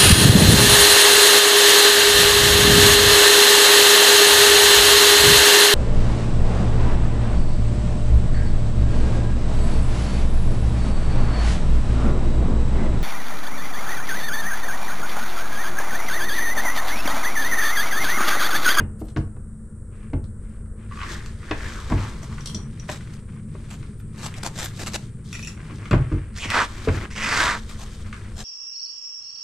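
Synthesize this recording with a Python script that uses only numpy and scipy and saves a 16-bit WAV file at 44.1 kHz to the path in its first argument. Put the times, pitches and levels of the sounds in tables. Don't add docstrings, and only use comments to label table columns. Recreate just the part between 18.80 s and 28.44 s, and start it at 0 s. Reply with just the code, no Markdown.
import sys
import numpy as np
from scipy import signal
from scipy.fft import rfft, irfft, next_fast_len
from scipy.io import wavfile

SR = 44100
rng = np.random.default_rng(int(sys.argv[2]) if len(sys.argv) > 2 else 0)


def transcribe(signal):
    frames = np.atleast_2d(signal).T
    limited = np.clip(frames, -1, 1)
    pcm = np.round(limited * 32767).astype(np.int16)
    wavfile.write(sys.argv[1], SR, pcm)


N = 425124
T = np.arange(N) / SR

def amp(db):
    return 10 ** (np.asarray(db) / 20)

def unit_rms(x):
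    return x / np.sqrt(np.mean(x ** 2) + 1e-20)

def peaked(x, db):
    return amp(db) * x / abs(x).max()

def read(points, hz):
    f, value = np.transpose(points)
    return np.interp(np.log(hz + 1), np.log(f + 1), value)

def add(mix, s, sound):
    part = mix[max(round(s * SR), 0):][:len(sound)]
    part += sound[:len(part)]

def level(s, db):
    return amp(np.interp(T, s, db, left=-120, right=-120))

def colour(x, spectrum):
    size = next_fast_len(len(x) + 4096)
    log_gain = np.log(amp(read(spectrum, abs(np.fft.fftfreq(size, 1 / SR)))))
    response = np.exp(np.conj(signal.hilbert(log_gain)))
    return unit_rms(np.fft.ifft(np.fft.fft(x, size) * response).real[:len(x)])

def resonate(x, hz, width, stages=2):
    turn = np.exp(2j * np.pi * np.cumsum(hz * np.ones(len(x))) / SR)
    pole = np.exp(-np.pi * width / SR)
    for _ in range(stages):
        x = 2 * (turn * signal.lfilter([1 - pole], [1, -pole], x / turn + 1e-18)).real
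    return x

def ring(modes, t):
    return sum(amp(db - 60 * t / t60) * np.sin(2 * np.pi * hz * t) * (-1) ** k
               for k, (hz, db, t60) in enumerate(modes))

def struck_anywhere(modes):
    return [(hz, db + 3 * rng.standard_normal(), t60) for hz, db, t60 in modes]

def diffuse_decay(t60s, size):
    hz, t, bands = signal.stft(rng.standard_normal(size), SR, nperseg=256)
    return signal.istft(bands * amp(-60 * t / read(t60s, hz)[:, None]), SR, nperseg=256)[1][:size]

def friction(per_s, spread_db, clump_db, clump_s):
    slips = (rng.random(N) < per_s / SR) * rng.standard_normal(N)
    slips *= amp(spread_db * np.minimum(rng.exponential(1, N), 4))
    clumps = np.interp(T / clump_s, np.arange(N), rng.standard_normal(N))
    return unit_rms(slips * amp(clump_db * clumps))

def burst(decay_s):
    t = T[:SR // 4]
    return rng.standard_normal(len(t)) * np.exp(-t / decay_s)

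def carried(lift_s=3.2, set_down_s=7.1, take_up_s=0.081):
    return np.clip(np.minimum(T - lift_s, set_down_s - T) / take_up_s + .5, 0, 1)

# frequency in Hz, gain in dB.
HUM_SPECTRUM = [(20, 5.5), (43, 6), (98, 3), (166, -13), (225, -7), (275, -22.5), (470, -18), (720, -37),
                (1000, -35), (1400, -30.5), (1900, -40.5), (3000, -63)]
# time in seconds, relative level in dB.
HUM_DRIFT = [(0, -38.5), (0.8, -42.5), (3.2, -36.5), (4, -43), (7, -44.5), (8.5, -39), (9.63, -40.5)]
# centre in Hz, resonator width in Hz, level in dB.
DRONES = [(102.2, 9, -50.5), (214, 15.3, -52.5)]
def room_hum(hum_db=-1):
    broad, narrow = rng.standard_normal((2, N))
    hum = amp(np.interp(T, *np.transpose(HUM_DRIFT)) + hum_db) * colour(broad, HUM_SPECTRUM)
    return hum + sum(amp(db) * unit_rms(resonate(narrow, hz, width)) for hz, width, db in DRONES)

# frequency in Hz, gain in dB.
MOUNT_SPECTRUM = [(60, -19.5), (125, 16), (160, 13.5), (240, -1), (300, -2.5), (450, -9.5), (750, -46.5),
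                  (2500, -78)]
def handling_rumble(rest_db=-53.5, loaded_db=-45):
    gain = amp(rest_db + (loaded_db - rest_db) * carried())
    return gain * colour(rng.standard_normal(N), MOUNT_SPECTRUM)

# frequency in Hz, gain in dB.
HISS_SPECTRUM = [(4500, -31), (6500, -26.5), (7600, -11.5), (8800, -1.5), (9600, 0.5), (10800, -12.5),
                 (13000, -18), (15500, -37)]
def microphone_hiss(common_db=-63, own_ratio=0.49):
    common, left, right = (colour(row, HISS_SPECTRUM) for row in rng.standard_normal((3, N)))
    return amp(common_db) * (common + own_ratio * np.array([left, right]))

# start in seconds, relative blow level in dB, contact cut-off in Hz,
# relative boom level in dB, pitch of the struck member in Hz, level of its ring in dB.
BLOWS = [(0.001, -29.5, 1860, -23.5, 220, -32.5), (0.215, -32, 544, -36, 316, -33.5),
         (0.362, -29, 2140, -19, 306, -31), (0.369, -27, 1290, -30.5, 317, -31),
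         (0.563, -44.5, 1100, -35, 224, -55), (1.332, -29.5, 1380, -20.5, 271, -32),
         (2.71, -17.5, 2280, -55, 306, -29), (3.101, -30, 1700, -21, 245, -45),
         (3.113, -26, 900, -30, 237, -50), (3.12, -20.5, 1260, -17, 234, -26.5),
         (3.177, -32, 2300, -39, 337, -48), (3.746, -39, 600, -28, 208, -32),
         (4.09, -24.5, 2630, -48, 602, -31), (4.75, -40, 1390, -58, 390, -41),
         (6.905, -37, 1200, -35.5, 376, -47), (7.111, -18, 2200, -19, 185, -20),
         (7.129, -15, 1270, -16.5, 122, -13), (7.134, -21, 1460, -43, 327, -24),
         (7.176, -47, 1700, -25, 138.7, -18), (7.316, -35.5, 1530, -18, 310, -29.5),
         (7.359, -52, 900, -34, 335, -36), (7.655, -30, 2200, -31, 246, -37),
         (8.074, -17, 740, -16.5, 430, -17.5), (8.084, -20.5, 2000, -56, 185, -44)]
# frequency in Hz, gain in dB, free t60 in seconds.
PANE_MODES = [(48.5, -4, 0.33), (84.1, -7.5, 0.58), (100, -7, 0.34), (104.1, -18, 0.83), (136.5, -5, 0.29),
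              (189, -23.5, 0.21)]
FRAME_MODES = [(298, -7, 0.39), (573, 3.5, 0.075), (979, 3.5, 0.32), (1110, 11.5, 0.0096),
               (1093, -0.5, 0.38), (1125, -8.5, 0.18), (1412, -8.5, 0.14), (1490, -7, 0.25),
               (1560, -9, 0.5), (1664, -6, 0.12), (2026, -13, 0.53), (2460, 2, 0.031)]
# frequency in Hz, t60 in seconds.
TIMBER_DECAY = [(100, 0.16), (400, 0.042), (1200, 0.04), (3000, 0.043), (9000, 0.011)]
# frequency in Hz, gain in dB.
LINING_SPECTRUM = [(60, -32), (160, 1), (310, -3), (430, -9), (800, -33), (3000, -78)]
def knocks(swell_s=0.011, travel_s=.004, member_cycles=38, grip_s=0.015, thud_s=0.028):
    blows, booms, t = np.zeros(N), np.zeros(N), T[:SR // 2]
    hz = np.fft.rfftfreq(SR, 1 / SR)
    dispersion = np.exp(-4j * np.pi * travel_s * np.sqrt(1000 * hz))
    for s, db, cutoff_hz, boom_db, member_hz, member_db in BLOWS:
        contact = 1 / np.hypot(1, (hz / cutoff_hz) ** 2.64)
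        held = ring(struck_anywhere(FRAME_MODES), t) * np.exp(-t / grip_s)
        frame = irfft(rfft(held, SR) * contact)[:len(t)]
        timber = rfft(diffuse_decay(TIMBER_DECAY, len(t)), SR)
        wood = irfft(timber * unit_rms(contact) * dispersion)[SR // 1000:][:len(t)]
        member = ring([(member_hz, member_db, member_cycles / member_hz)], t) * (1 - np.exp(-t / 0.00062))
        thud = amp(-9) * colour(rng.standard_normal(len(t)), LINING_SPECTRUM) * np.exp(-t / thud_s)
        boom = (ring(PANE_MODES, t) + thud) * (1 - np.exp(-(t / swell_s) ** 2))
        add(blows, s, amp(db) * (0.44 * wood + 0.1 * frame))
        add(booms, s, member + amp(boom_db) * boom)
    return blows, booms

# time of the peak in seconds, level in dB.
CLOTH_ZIPS = [(0.205, -46), (0.255, -50), (5.2, -49), (5.85, -29)]
def cloth_zips(hz=12300, width_hz=2000, half_s=0.008):
    thread = unit_rms(resonate(rng.standard_normal(N), hz, width_hz))
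    return thread * sum(amp(db) * np.exp(-.5 * ((T - s) / half_s) ** 2) for s, db in CLOTH_ZIPS)

# time of the peak in seconds, level in dB, half length in seconds.
SLEEVE_STROKES = [(0.213, -65, 0.017), (0.297, -59.5, 0.025), (3.437, -46.5, 0.011), (4.108, -38, 0.012),
                  (4.147, -44.5, 0.024), (4.341, -51, 0.0084), (4.928, -45.5, 0.02), (5.437, -45, 0.039),
                  (5.457, -35.5, 0.0095), (5.579, -44, 0.009), (5.6346, -31.5, 0.0016), (5.664, -32, 0.012),
                  (5.818, -35, 0.036), (6.015, -38.5, 0.023), (6.08, -35.5, 0.013), (6.136, -41, 0.01),
                  (6.153, -29.5, 0.0072), (8.9, -44, 0.0065), (9.022, -46, 0.023), (9.14, -52.5, 0.016),
                  (9.604, -43.5, 0.027)]
# frequency in Hz, gain in dB.
SLEEVE_SPECTRUM = [(210, 6), (749, 6.5), (2030, 1), (2930, 1), (4640, 0.5), (5520, 0), (7580, 1),
                   (8880, -2), (12200, 8), (15500, -20)]
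def sleeve_strokes(spot_db=3, spot_hz=350):
    slips = friction(per_s=4000, spread_db=1.8, clump_db=2.6, clump_s=0.005)
    cloth, out = colour(slips, SLEEVE_SPECTRUM), np.zeros(N)
    hz = np.fft.rfftfreq(SR, 1 / SR)
    for s, db, half_s in SLEEVE_STROKES:
        near = abs(T - s) < 4 * half_s
        spot = amp(spot_db * np.interp(hz / spot_hz, np.arange(len(hz)), rng.standard_normal(len(hz))))
        swipe = irfft(rfft(cloth[near], SR) * spot)[:near.sum()]
        out[near] += amp(db) * np.exp(-.5 * ((T[near] - s) / half_s) ** 2) * unit_rms(swipe)
    return out

# start in seconds, relative peak in dB.
SHARP_CLICKS = [(0.372, -37.5), (1.442, -44.5), (2.461, -30.5), (3.1, -31), (5.459, -26.5), (5.541, -32),
                (5.6315, -25.5), (5.797, -31), (5.851, -35), (6.0625, -30), (6.1351, -23), (7.1106, -23),
                (7.656, -25), (7.7031, -13.5), (8.9125, -32)]
# frequency in Hz, gain in dB.
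CLICK_SPECTRUM = [(400, -61), (1000, 10), (2500, 7), (7500, 0.5), (11000, 6.5), (15000, 2)]
def sharp_clicks(decay_s=0.0006, gain_db=2):
    out = np.zeros(N)
    for s, db in SHARP_CLICKS:
        add(out, s, peaked(colour(burst(decay_s), CLICK_SPECTRUM), db + gain_db))
    return out

# start and length in seconds, relative levels of rub and swish in dB.
GRIP_SHIFTS = [(1.108, 0.22, -51.5, -76.5), (1.577, 0.26, -57.5, -79), (1.957, 0.17, -52.5, -75),
               (3.86, 0.59, -47, -63), (4.473, 0.14, -50, -71.5), (4.68, 0.47, -51, -65),
               (5.316, 0.48, -43, -61.5), (5.636, 0.68, -46, -57), (6.438, 0.32, -48.5, -54),
               (6.71, 0.44, -43, -63), (6.95, 0.59, -42.5, -66.5), (7.806, 0.49, -37, -51.5),
               (8.139, 0.054, -27, -49.5), (8.201, 0.064, -31, -54), (8.66, 0.63, -47, -55.5),
               (9.18, 0.4, -45.5, -62)]
# frequency in Hz, gain in dB.
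RUB_SPECTRUM = [(150, 5.5), (320, 7), (750, -6), (1100, 2), (1650, 0.5), (2300, -1), (3200, -11),
                (9000, -59)]
SWISH_SPECTRUM = [(1500, -27), (3200, 16.5), (5000, 13.5), (7500, 11), (10000, 11), (12500, 18),
                  (15500, -9)]
def clothes_rubbing(rub_db=-10, swish_db=1, arch_power=0.57):
    rub, swish = amp(-69.5) * carried(), amp(-76.5) * carried()
    for start, length, db, bright_db in GRIP_SHIFTS:
        progress = np.clip((T - start) / length, 0, 1)
        speed = np.maximum(np.sin(np.pi * progress), 0) ** arch_power
        rub = np.hypot(rub, amp(db + rub_db) * speed)
        swish = np.hypot(swish, amp(bright_db + swish_db) * speed)
    dull = colour(friction(per_s=3000, spread_db=1, clump_db=2.2, clump_s=.014), RUB_SPECTRUM)
    bright = colour(friction(per_s=6000, spread_db=1.5, clump_db=2, clump_s=0.014), SWISH_SPECTRUM)
    return rub * dull + swish * bright

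# start in seconds, peak in dB.
EDGE_TAPS = [(1.858, -58.5), (2.631, -39), (3.226, -38), (3.334, -49), (3.526, -42), (3.582, -35),
             (4.208, -43.5), (4.303, -49), (4.5, -55), (5.028, -44), (5.2, -48.5), (7.056, -35.5),
             (7.146, -29), (7.159, -44), (7.179, -40), (7.21, -48), (7.324, -38.5), (7.384, -52),
             (9.328, -31), (9.343, -41), (9.457, -54)]
# frequency in Hz, gain in dB.
TAP_SPECTRUM = [(500, -21), (1400, 6.5), (2000, 0.5), (4500, -14), (12000, -23)]
def edge_taps(decay_s=0.0034):
    out = np.zeros(N)
    for s, db in EDGE_TAPS:
        add(out, s, peaked(colour(burst(decay_s), TAP_SPECTRUM), db))
    return out

# time in seconds, relative levels of glide and swish in dB.
SASH_TRAVEL = [(2.08, -74, -77), (2.142, -59, -59.5), (2.28, -47, -52.5), (2.325, -44.5, -44),
               (2.42, -53, -58.5), (2.57, -64, -65), (2.692, -51, -58), (2.88, -44.5, -49.5),
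               (3.05, -51.5, -54.5), (3.24, -44.5, -51.5), (3.38, -56.5, -59.5), (3.708, -59, -58.5),
               (3.88, -61.5, -75)]
# time in seconds, frequency in Hz.
TRACK_NOTE = [(2.86, 1700), (3.06, 1070)]
def sash_sliding(glide_db=-1, swish_db=1, grind_db=-3, width_hz=550):
    grains = friction(per_s=1200, spread_db=1.5, clump_db=3, clump_s=0.018)
    fine = friction(per_s=7000, spread_db=1, clump_db=1, clump_s=0.014)
    hz = np.interp(T, *np.transpose(TRACK_NOTE))
    grind = amp(grind_db) * unit_rms(resonate(grains, hz, width_hz))
    glide = amp(glide_db) * colour(rng.standard_normal(N), RUB_SPECTRUM)
    s, db, bright_db = np.transpose(SASH_TRAVEL)
    return level(s, db) * (glide + grind) + level(s, bright_db + swish_db) * colour(fine, SWISH_SPECTRUM)

# start in seconds, peak in dB.
SILL_SLIPS = [(2.1115, -40), (2.1215, -37.5), (2.1555, -43), (2.173, -34.5), (2.1894, -34), (2.2043, -33),
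              (2.215, -30.5), (2.2239, -32), (2.232, -32), (2.2437, -36), (2.2874, -35)]
# frequency in Hz, gain in dB, t60 in seconds.
SILL_MODES = [(1110, 8.5, 0.017), (1760, 13.5, 0.0028), (2150, -7, 0.039), (2640, 5.5, 0.0036)]
def sill_judder(slip_s=0.0021):
    out, t = np.zeros(N), T[:SR // 4]
    for s, db in SILL_SLIPS:
        slip = signal.fftconvolve(burst(slip_s), ring(SILL_MODES, t))[:len(t)]
        add(out, s, peaked(slip, db))
    return out

# start in seconds, click peak in dB, latch ring in dB.
SASH_CHIRPS = [(3.607, -41, -44), (3.6584, -24.5, -48), (3.672, -27.5, -58), (3.698, -30.5, -58),
               (3.7465, -28.5, -29), (3.9976, -42.5, -42)]
# frequency in Hz, gain in dB, t60 in seconds.
TRACK_MODES = [(2988, -4, 0.0061), (3260, -4, 0.0082), (4370, 2, 0.0025), (5330, -1.5, 0.005),
               (5680, 2, 0.0053), (7860, 0.5, 0.0022), (10500, 9, 0.0014)]
def sash_chirps(slip_s=0.0026, latch_hz=5850, latch_t60=0.022):
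    out, t = np.zeros(N), T[:SR // 4]
    for s, db, latch_db in SASH_CHIRPS:
        track = ring(struck_anywhere(TRACK_MODES), t)
        add(out, s, peaked(signal.fftconvolve(burst(slip_s), track), db))
        add(out, s, ring([(latch_hz, latch_db, latch_t60)], t))
    return out

# start in seconds, peak in dB, decay time in seconds.
HAND_CATCHES = [(6.5284, -25, 0.0015), (6.541, -34, 0.008), (6.5507, -30, 0.006), (6.572, -46, 0.0018),
                (6.5932, -28.5, 0.0009), (6.627, -31, 0.005), (6.6478, -28, 0.001), (6.672, -28, 0.0062)]
# centre in Hz, resonator width in Hz, gain in dB.
RIM_RESONANCES = [(1400, 450, -11), (1950, 500, -7), (2500, 520, 1), (3650, 600, -11), (4500, 400, -12),
                  (5750, 1100, -9), (7000, 1300, -10), (10500, 2500, -8)]
def rim_catches(scratch_db=-24, spot_db=2):
    out = np.zeros(N)
    for s, peak_db, decay_s in HAND_CATCHES:
        slip = burst(decay_s)
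        rim = sum(amp(db + spot_db * rng.standard_normal()) * resonate(slip, hz, width)
                  for hz, width, db in RIM_RESONANCES)
        add(out, s, peaked(amp(scratch_db) * slip + rim, peak_db))
    return out

# time in seconds, relative level in dB,
# contact resonance in Hz, relative grit level in dB.
SHOVE_PATHS = [
    [(7.52, -71, 1620, -78), (7.568, -50, 1630, -41), (7.615, -44, 2920, -40), (7.648, -35, 2280, -41.5),
     (7.68, -45.5, 2040, -49), (7.715, -34.5, 1760, -43), (7.75, -24.5, 1230, -34.5),
     (7.82, -26.5, 1070, -35), (7.845, -34.5, 1190, -38), (7.87, -57, 1290, -47)],
    [(8.29, -65, 1880, -72), (8.312, -48.5, 2000, -47.5), (8.35, -55, 2230, -49), (8.362, -38.5, 2070, -41),
     (8.44, -32, 1960, -35), (8.6, -28, 1420, -29.5), (8.66, -27, 1250, -29.5), (8.73, -33, 1420, -37.5),
     (8.77, -39, 1290, -46), (8.8, -75, 1240, -46)],
]
SHOVE_CHATTER = [-16, -22]
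# frequency in Hz, gain in dB.
GRIT_SPECTRUM = [(1760, -10.5), (3000, -2), (3790, -2.5), (6080, -4), (7630, -5.5), (9560, -4), (12200, 1),
                 (15500, -23.5)]
GROAN_SPECTRUM = [(120, -4.5), (250, -6.5), (350, 1), (750, -1.5), (1100, 4.5), (5000, -83)]
def shove(path, chatter_db, width_hz=1500, overtone_ratio=2.63):
    s, db, contact_hz, grit_db = np.transpose(path)
    chatter = amp(chatter_db) * unit_rms(resonate(rng.standard_normal(N), hz=250, width=70))
    slips = friction(per_s=9000, spread_db=0, clump_db=1.5, clump_s=0.003)
    slips *= np.exp(chatter)
    hz = np.interp(T, s, contact_hz)
    high_pass = signal.butter(3, 850, "high", fs=SR, output="sos")
    scrape = unit_rms(signal.sosfilt(high_pass, resonate(slips, hz, width_hz)))
    frame = unit_rms(signal.oaconvolve(scrape, ring(FRAME_MODES, T[:SR // 4]))[:N])
    groan = colour(slips, GROAN_SPECTRUM)
    body = amp(-1) * scrape + amp(-13) * frame + amp(-11) * groan + .5 * chatter
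    fizz = colour(slips, GRIT_SPECTRUM)
    overtone = unit_rms(resonate(fizz, overtone_ratio * hz, width_hz, stages=1))
    return level(s, db) * body + level(s, grit_db - 3.5) * unit_rms(fizz + amp(-5) * overtone)

# frequency in Hz, t60 in seconds.
ROOM_DECAY = [(80, 0.4), (300, 0.45), (1500, 0.32), (5000, 0.25), (12000, 0.33)]
def in_room(x, left_db, wet_db=-12, lag_s=.00001, apart_hz=900):
    size = next_fast_len(N + SR // 2)
    hz, t = np.fft.rfftfreq(size, 1 / SR), T[:SR // 2]
    near_walls = (1 + 0.71 * np.exp(-t / 0.024)) * (t > .001)
    common, left, right = (rfft(diffuse_decay(ROOM_DECAY, len(t)) * near_walls, size) for _ in range(3))
    apart = hz / np.hypot(hz, apart_hz)
    echoes = np.sqrt(1 - apart ** 2) * common + apart * np.array([left, right])
    echoes /= np.sqrt(np.mean(abs(echoes[:, hz < 4000]) ** 2))
    sides = np.array([[1], [-1]])
    direct = amp(sides * left_db / 2) * np.exp(-1j * np.pi * sides * hz * lag_s)
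    return irfft(rfft(x, size) * (direct + amp(wet_db) * echoes), size)[:, :N]

def scatter(x, side_db, apart_hz=1200):
    hz, _, bands = signal.stft(x, SR, nperseg=256)
    bands = bands * (hz / np.hypot(hz, apart_hz))[:, None] * np.exp(2j * np.pi * rng.random(bands.shape))
    return amp(side_db) * np.array([[1], [-1]]) * signal.istft(bands, SR, nperseg=256)[1][:N]

def scene():
    scrapes = sum(shove(path, db) for path, db in zip(SHOVE_PATHS, SHOVE_CHATTER))
    rustle = sash_sliding() + clothes_rubbing() + sleeve_strokes() + cloth_zips()
    blows, booms = knocks()
    mix = in_room(blows, left_db=2, wet_db=-2.5) + in_room(booms, left_db=-1)
    mix += in_room(scrapes, left_db=-2.5, lag_s=.00002) + scatter(scrapes, side_db=-8.5)
    mix += in_room(rustle, left_db=0.5) + scatter(rustle, side_db=-3)
    clicks = sash_chirps() + sharp_clicks() + edge_taps() + rim_catches() + sill_judder()
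    mix += in_room(clicks, left_db=0, wet_db=1)
    return mix + room_hum() + handling_rumble() + microphone_hiss()

# frequency in Hz, gain in dB.
LEFT_RESPONSE = [(8000, 7), (11000, -8.5), (14000, -13), (15500, -23)]
RIGHT_RESPONSE = [(8000, 6), (11000, -13), (14000, -18), (15500, -10)]
def record(dry, edge_hz=15600):
    hz = np.fft.rfftfreq(N, 1 / SR)
    heard = irfft(rfft(dry) * amp([read(LEFT_RESPONSE, hz), read(RIGHT_RESPONSE, hz)]), N)
    low_pass = signal.firwin(511, edge_hz, window=("kaiser", 9), fs=SR)
    return signal.oaconvolve(heard, low_pass[None], "same")

dry = scene()
out = record(dry)
transcribe(out)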